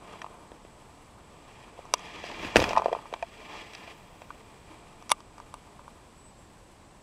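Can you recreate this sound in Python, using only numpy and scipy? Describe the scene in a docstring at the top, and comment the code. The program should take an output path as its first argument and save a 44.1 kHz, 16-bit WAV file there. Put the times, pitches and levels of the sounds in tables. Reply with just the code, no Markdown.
"""Insects hiss near 8 kHz over the quiet floor of a still pond, while cloth rubs close on the microphone's case.
A small camera in a plastic case is strapped to an angler casting a rod: cloth, arm and buckle strike the
case, which rings in its own modes. The reel's clutch clicks off and on, each click a burst of ringing modes.
The line hisses faintly as filtered noise; far off the lure plops, a low sine gliding up.
Last, a bird gives two thin, fluttering near-sine notes."""
import sys
import numpy as np
from scipy import signal
from scipy.fft import rfft, irfft
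from scipy.io import wavfile
from scipy.ndimage import uniform_filter1d

SR = 44100
rng = np.random.default_rng(int(sys.argv[2]) if len(sys.argv) > 2 else 0)


def volts(x):
    """Linear amplitude factor 10**(x/20) for a level x in dB, scalar or array-like."""
    e = np.asarray(x, float) / 20
    return 10 ** e


def pcm_store(signal):
    """Save signal as 16-bit PCM."""
    levels = np.round(np.clip(np.atleast_2d(signal), -1, 1) * 32767)
    wavfile.write(sys.argv[1], SR, levels.astype(np.int16).T)


N = 309617
T = np.arange(N) / SR  # seconds

# Distant air over the pond. Each row: frequency [Hz], relative density [dB per Hz].
AIR_SPECTRUM = [(12, -15.5), (20, 6), (70, 5), (534, -4.5), (1070, -4), (1270, -12), (6720, -23),
                (7950, -21.5), (10200, -34.5), (14300, -42.5), (15500, -72)]
# Insects across the water. Each row: centre [Hz], width [Hz], rms level before wavering [dB].
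INSECT_BANDS = [(7950, 580, -71.5), (13700, 900, -104.5)]
# Cloth moving on the case. Each row: start [s], sliding speed as level [dB], pressure as level [dB].
CLOTH_MOVES = [(0.0, -65, -52), (0.116, -56, -52), (0.316, -68.5, -56), (0.72, -68, -63),
               (1.09, -74, -64.5), (1.3, -65.5, -58.5), (1.55, -59, -56), (1.9, -63, -55),
               (1.99, -53.5, -53), (2.15, -47, -49), (2.3, -46, -47), (2.46, -42, -40.5), (2.541, -48, -47),
               (2.566, -41, -32.5), (2.62, -39.5, -37), (2.67, -43.5, -39.5), (2.71, -39, -40),
               (2.76, -53, -40.5), (2.95, -57, -49), (3.08, -62, -58.5), (3.35, -54.5, -54.5),
               (3.6, -47.5, -48), (3.75, -55, -56.5), (3.9, -51.5, -54.5), (3.96, -62.5, -60),
               (4.5, -65.5, -61.5), (4.81, -62.5, -59), (5.17, -68.5, -62), (5.89, -70, -62),
               (6.4, -76, -74), (7.02, -77, -82)]
# Modes of the plastic case. 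Each row: frequency [Hz], relative level [dB], ring time t60 before damping [s].
CASE_MODES = [(235, -5, .04), (310, -4, .05), (470, -1, .05), (570, -1, .05), (680, -1, .06),
              (900, -1, .05), (1030, -1, .05), (1180, -3, .045), (1480, -13, .04), (1850, -3, .014),
              (2390, -1, .035), (2680, -4, .02), (3290, -5, .025), (3900, -11, .012), (4410, -17, .03),
              (4880, -12, .028), (5670, -17, .022), (6450, -21, .015), (7640, -20, .012)]
# Bumps on the case. Each row: start [s], thud peak [dB], thud centre [Hz], rattle re thud peak [dB],
# softness [ratio; stretches push and ring].
CASE_KNOCKS = [(0.217, -34, 1450, -4.5, 0.88), (0.243, -25.5, 1060, -25, 1.1), (0.263, -31, 970, -23, 1.5),
               (0.517, -33.5, 394, -21, 0.98), (0.649, -38, 398, -19, 0.91), (1.79, -31, 533, -44, 1.2),
               (2.239, -28, 587, -14, 1.3), (2.447, -25, 304, -9, 1.44), (2.558, -2, 440, -13.5, 0.92),
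               (2.566, -10, 674, -4.5, 0.57), (2.578, -18.5, 270, -26, 1.2), (2.592, -12, 390, -22, 1.2),
               (2.618, -12.5, 450, -20, 0.48), (2.624, -13, 357, -18, 0.62),
               (2.640, -20.5, 990, -3.5, 0.98), (2.684, -25, 434, -18, 2.16), (2.707, -20.5, 697, -15, 1.6),
               (2.731, -16, 900, -18, 1.2), (2.753, -20.5, 1000, -24, 1.8), (2.763, -15.5, 1000, -17, 1.54),
               (2.772, -5, 900, -33, 1.67), (2.781, -24.5, 1020, -11, 1.2), (2.790, -21, 950, -26, 1.8),
               (2.796, -18, 800, -26, 0.83), (2.819, -17, 855, -26, 1.44), (2.841, -32, 700, -24, 1.9),
               (2.858, -8, 690, -31, 1.35), (2.882, -18.5, 610, -30, 1.4), (2.893, -30, 1050, -30, 1.9),
               (2.915, -25, 504, -25, 2.6), (2.928, -13, 676, -23.5, 1.49), (2.949, -18, 920, -30, 1.2),
               (2.965, -29.5, 544, -36, 1.6), (2.988, -33, 970, -26, 1.8), (3.055, -35, 1060, -27, 1.7),
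               (3.126, -25, 510, -22, 1.45), (3.138, -21, 870, -14, 1.3), (3.162, -36.5, 840, -22, 1.3),
               (3.225, -22, 745, -12.5, 2.08), (3.876, -38.5, 680, -9, 1.8), (4.218, -32, 665, -16.5, 0.96),
               (4.304, -28, 1560, -23, 1.47)]
# Dry ticks of a buckle on the case. Each row: start [s], thud peak [dB].
BUCKLE_TICKS = [(2.600, -36.5), (2.691, -43), (2.778, -43.5), (2.844, -57), (3.734, -55), (3.749, -50)]
# Modes of the reel. Each row: frequency [Hz], relative level [dB], ring time t60 before damping [s].
REEL_MODES = [(466, 0, .02), (645, 13, 0.019), (997, 17, 0.017), (1180, -4, 0.075), (1440, 8, 0.013),
              (1900, -4.5, 0.01), (2270, 2.5, 0.039), (2780, -1.5, 0.056), (3140, 11, 0.011),
              (3697, 14.5, 0.0057), (4610, -0.5, 0.028), (5816, 13.5, 0.0088), (6456, 3.5, 0.028),
              (7560, 5.5, 0.028), (8440, -8, .008), (9770, 15.5, 0.028)]
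# Clicks in the reel. Each row: start [s], thud peak [dB], rattle re thud peak [dB], top tick re thud peak [dB].
REEL_CLICKS = [(1.853, -38, -21, -35), (1.938, -9.5, -9, -35), (1.942, -28.5, -7, -30),
               (1.981, -53, 0, -24), (1.993, -43, -9, -30), (5.024, -37.5, -17, -34), (5.094, -34, -3, -13),
               (5.102, -24.5, -12, -16), (5.109, -36, -5, -10), (5.113, -23, -10, -28),
               (5.1165, -6.5, -12, -12.5), (5.123, -30.5, -12, -27), (5.204, -40, -13.5, -33),
               (5.381, -36, -18, -41), (5.4, -31.5, -25, -43), (5.540, -27.5, -20, -20.5),
               (5.793, -37, -28, -37), (5.879, -33.5, -29, -37)]
# The lure's distant bubble. Each row: frequency [Hz], level before decay [dB], t60 [s], rise [Hz per s].
LURE_BUBBLE = [(320, -43, 0.19, 59.6)]
# The bird's two notes. Each note's rows: time [s], pitch before flutter [Hz], rms level before flutter [dB].
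BIRD_NOTES = [
    [(6.155, 7300, -78), (6.18, 7950, -63), (6.235, 7900, -65), (6.27, 8020, -60), (6.33, 7980, -73)],
    [(6.375, 7670, -69), (6.445, 7670, -71), (6.46, 7250, -69), (6.472, 6600, -77)],
]

SPLIT_HZ = 1650  # low modes below, middle and top modes above


def band(x, lo_hz, hi_hz, order=2):
    """Band-pass, scaled to rms 1."""
    sos = signal.butter(order, [lo_hz, hi_hz], "band", fs=SR, output="sos")
    y = signal.sosfilt(sos, x)
    return y / np.std(y)


def walk(count):
    """Wandering random level: count fresh draws a second, smoothed twice."""
    k = SR // count
    steps = np.repeat(rng.standard_normal(N // k + 1), k)
    return 1.3 * uniform_filter1d(uniform_filter1d(steps, k), k)[:N]


def pond():
    """Smooth distant air is shaped noise; the insects are two wavering noise bands."""
    air_db = -54.5  # rms
    hz, db = np.transpose(AIR_SPECTRUM)
    f = np.maximum(np.fft.rfftfreq(N, 1 / SR), 1)
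    shape = volts(np.interp(np.log(f), np.log(hz), db))
    air = irfft(rfft(rng.standard_normal(N)) * shape, N)
    out = volts(air_db) * air / np.std(air)
    for mid, width, level_db in INSECT_BANDS:
        hiss = band(rng.standard_normal(N), mid - width / 2, mid + width / 2)
        out = out + hiss * volts(level_db + 0.49 * walk(count=3))
    return out


def rub():
    """Dense fibre slips drive the case modes; speed sets the hiss, pressure the low modes and the thump of air."""
    hum_hz = 800  # modes below rumble, those from here to SPLIT_HZ hum
    hum_db, rumble_db = -0.6, -1  # re pressure
    slow_slide_db, fizz_per_db = -51, -0.83  # slope of the fizz re the sliding level
    thump_db, hard_press_db, thump_per_db = -25, -33, 2.5  # hard pressure jolts the air most
    breeze_db = -62.5  # the breeze thumps on its own
    s, *cols = np.transpose(CLOTH_MOVES)
    slide_db, press_db = (np.interp(T, s, c) for c in cols)

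    slip_db = 2.3 * rng.exponential(size=N) + 1.6 * walk(count=80) + 0.91 * walk(count=16)
    slips = rng.standard_normal(N) * volts(slip_db)
    # a mode's width follows from its ring time
    rung = np.array([volts(db) * band(slips, hz - 2.4 / t60, hz + 2.4 / t60) for hz, db, t60 in CASE_MODES])
    group = np.digitize(np.transpose(CASE_MODES)[0], [hum_hz, SPLIT_HZ])
    low, mid, high = (rung[group == g].sum(0) for g in range(3))
    rumble = volts(rumble_db) * low / np.std(low)
    hum = volts(hum_db) * mid / np.std(mid)

    weave = slips * rng.choice([-1, 1], N)  # the cloth's own broad hiss, in step with the slips
    hiss = high / np.std(high)
    hiss = hiss + volts(-3) * band(weave, 1780, 3200, order=3)
    hiss = hiss + volts(-11.5) * band(weave, 3800, 6370)
    fizz = volts(-19.5 + fizz_per_db * (slide_db - slow_slide_db)) * band(slips, 6900, 11000)

    thump = band(rng.standard_normal(N), 11, 260, order=1) * volts(1.8 * walk(count=9))
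    press_thump = volts(thump_db + thump_per_db * (press_db - hard_press_db))
    grip = volts(press_db + 1.43 * walk(count=45))  # the low modes come in uneven tugs
    return grip * (rumble + hum) + volts(slide_db) * (hiss + fizz) + np.hypot(press_thump, volts(breeze_db)) * thump


def strike(events, modes, tick_hz, thud_oct, push_s, scrape_s, damp, top_damp):
    """A soft push rings the low modes near the thud centre; a short scrape rings the middle and top modes."""
    hz, db, t60 = np.transpose(modes)[:, :, None]
    t, out = T[:SR // 10], np.zeros(N + SR)
    group = np.digitize(hz[:, 0], [SPLIT_HZ, tick_hz])
    octaves = np.log2(np.maximum(hz / SPLIT_HZ, 1))
    t60 = t60 * np.where(hz < SPLIT_HZ, damp, top_damp)  # hand and chest damp the ringing
    for s, peak_db, thud_hz, tilt_db, rattle_db, tick_db, ring in events:
        decay = np.exp(-np.log(1000) * t / (t60 * ring))
        rings = volts(db + tilt_db * octaves) * decay * np.sin(2 * np.pi * hz * (t - push_s))
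        # a longer-ringing blow excites fewer modes around its centre
        near = np.exp(-(np.log2(hz / thud_hz) / thud_oct * ring) ** 2 / 2)
        push = 1 - np.exp(-(t / (push_s * ring)) ** 2)
        thud = (near * rings)[group == 0].sum(0) * push
        hit = thud / np.abs(thud).max()
        fade = np.exp(-t / scrape_s) + volts(-22.0) * np.exp(-t / (4 * scrape_s))
        scrape = rng.standard_normal(len(t)) * t * np.minimum(t / scrape_s, 1) * fade
        for g, level_db in ((1, rattle_db), (2, tick_db)):
            part = signal.fftconvolve(rings[group == g].sum(0), scrape)[:len(t)]
            hit = hit + volts(level_db) * part / np.std(part[:SR // 200])  # level set over the first 5 ms
        i = int(s * SR)
        out[i:i + len(t)] += volts(peak_db) * hit
    return out[:N]


def case_hits():
    """Bumps and buckle ticks ring the case close to the microphone; softer bumps lose top."""
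    tilt_db = -13.5  # per octave above SPLIT_HZ, for a blunt contact
    knock_top_db, soft_top_db = -12, -5  # top tick re rattle; its change per unit of softness above 1
    events = []
    for s, db, hz, rattle_db, soft in CASE_KNOCKS:
        top_db = rattle_db + knock_top_db + soft_top_db * (soft - 1)
        events.append((s, db, hz, tilt_db, rattle_db, top_db, soft))
    for s, db in BUCKLE_TICKS:
        # nearly all rattle (6.5 dB) and top (6 dB), re a 900 Hz thud
        events.append((s, db, 900, tilt_db, 6.5, 6, 1))
    return strike(events, CASE_MODES, tick_hz=3800, thud_oct=0.5, push_s=0.001576, scrape_s=0.00053,
                  damp=0.29, top_damp=0.27)


def reel_clicks():
    """The thumb bar trips the clutch before the cast and the handle's cam after it; each rings the reel."""
    cast_s, ring = 2.5, 1.44
    thumb_bar, handle_cam = (850, 4.4), (1100, -4)  # thud Hz, dB per octave above SPLIT_HZ
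    events = []
    for s, db, rattle_db, tick_db in REEL_CLICKS:
        thud_hz, tilt_db = thumb_bar if s < cast_s else handle_cam
        events.append((s, db, thud_hz, tilt_db, rattle_db, tick_db, ring))
    return strike(events, REEL_MODES, tick_hz=7000, thud_oct=0.63, push_s=0.001, scrape_s=0.00034,
                  damp=0.44, top_damp=0.31)


def line():
    """The line running out through the guides hisses faintly at the very top."""
    swell = np.interp(T, (2.7, 4.0, 4.7), [0, 1, 0]) ** .5  # start, fullest and end in seconds
    return volts(-80 + 1.5 * walk(count=6)) * swell * band(rng.standard_normal(N), 12800, 15000)


def plop():
    """The bubble left by the distant lure rings low and glides up."""
    (hz, db, t60, rise), = LURE_BUBBLE
    t = np.maximum(T - 4.703, 0)  # seconds since the bubble starts
    onset = np.minimum(t / .006, 1)
    decay = np.exp(-np.log(1000) * t / t60)
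    return volts(db) * onset * decay * np.sin(2 * np.pi * t * (hz + rise * t / 2))


def bird():
    """Two near-sine notes whose pitch and level flutter at random."""
    out = 0
    for note in BIRD_NOTES:
        s, hz, db = np.transpose(note)
        gate = uniform_filter1d(1. * ((T > s[0]) & (T < s[-1])), size=300)
        level = volts(np.interp(T, s, db) + 3.5 * walk(count=70))
        pitch = np.interp(T, s, hz) + 35 * walk(count=60)
        out = out + np.sqrt(2) * gate * level * np.sin(2 * np.pi * np.cumsum(pitch) / SR)
    return out


def scene():
    """All sources as they reach the case."""
    # the hits carry little bass and little extreme treble
    sos = signal.butter(3, [160, 10500], "band", fs=SR, output="sos")
    hits = signal.sosfilt(sos, case_hits() + reel_clicks())
    return (pond() + rub() + hits + line() + plop() + bird())[None]


def roll_off(x):
    """The treble ends steeply here."""
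    return signal.sosfilt(signal.butter(12, 16510, fs=SR, output="sos"), x)


def record(dry):
    """The microphone signal loses its top above 15.6 kHz and is clipped just under full scale."""
    dull = signal.sosfilt(signal.ellip(8, .2, 60, 15600, fs=SR, output="sos"), dry)
    mix = np.clip(dull, -.985, .985)
    return roll_off(mix)


dry = scene()
out = record(dry)
pcm_store(out)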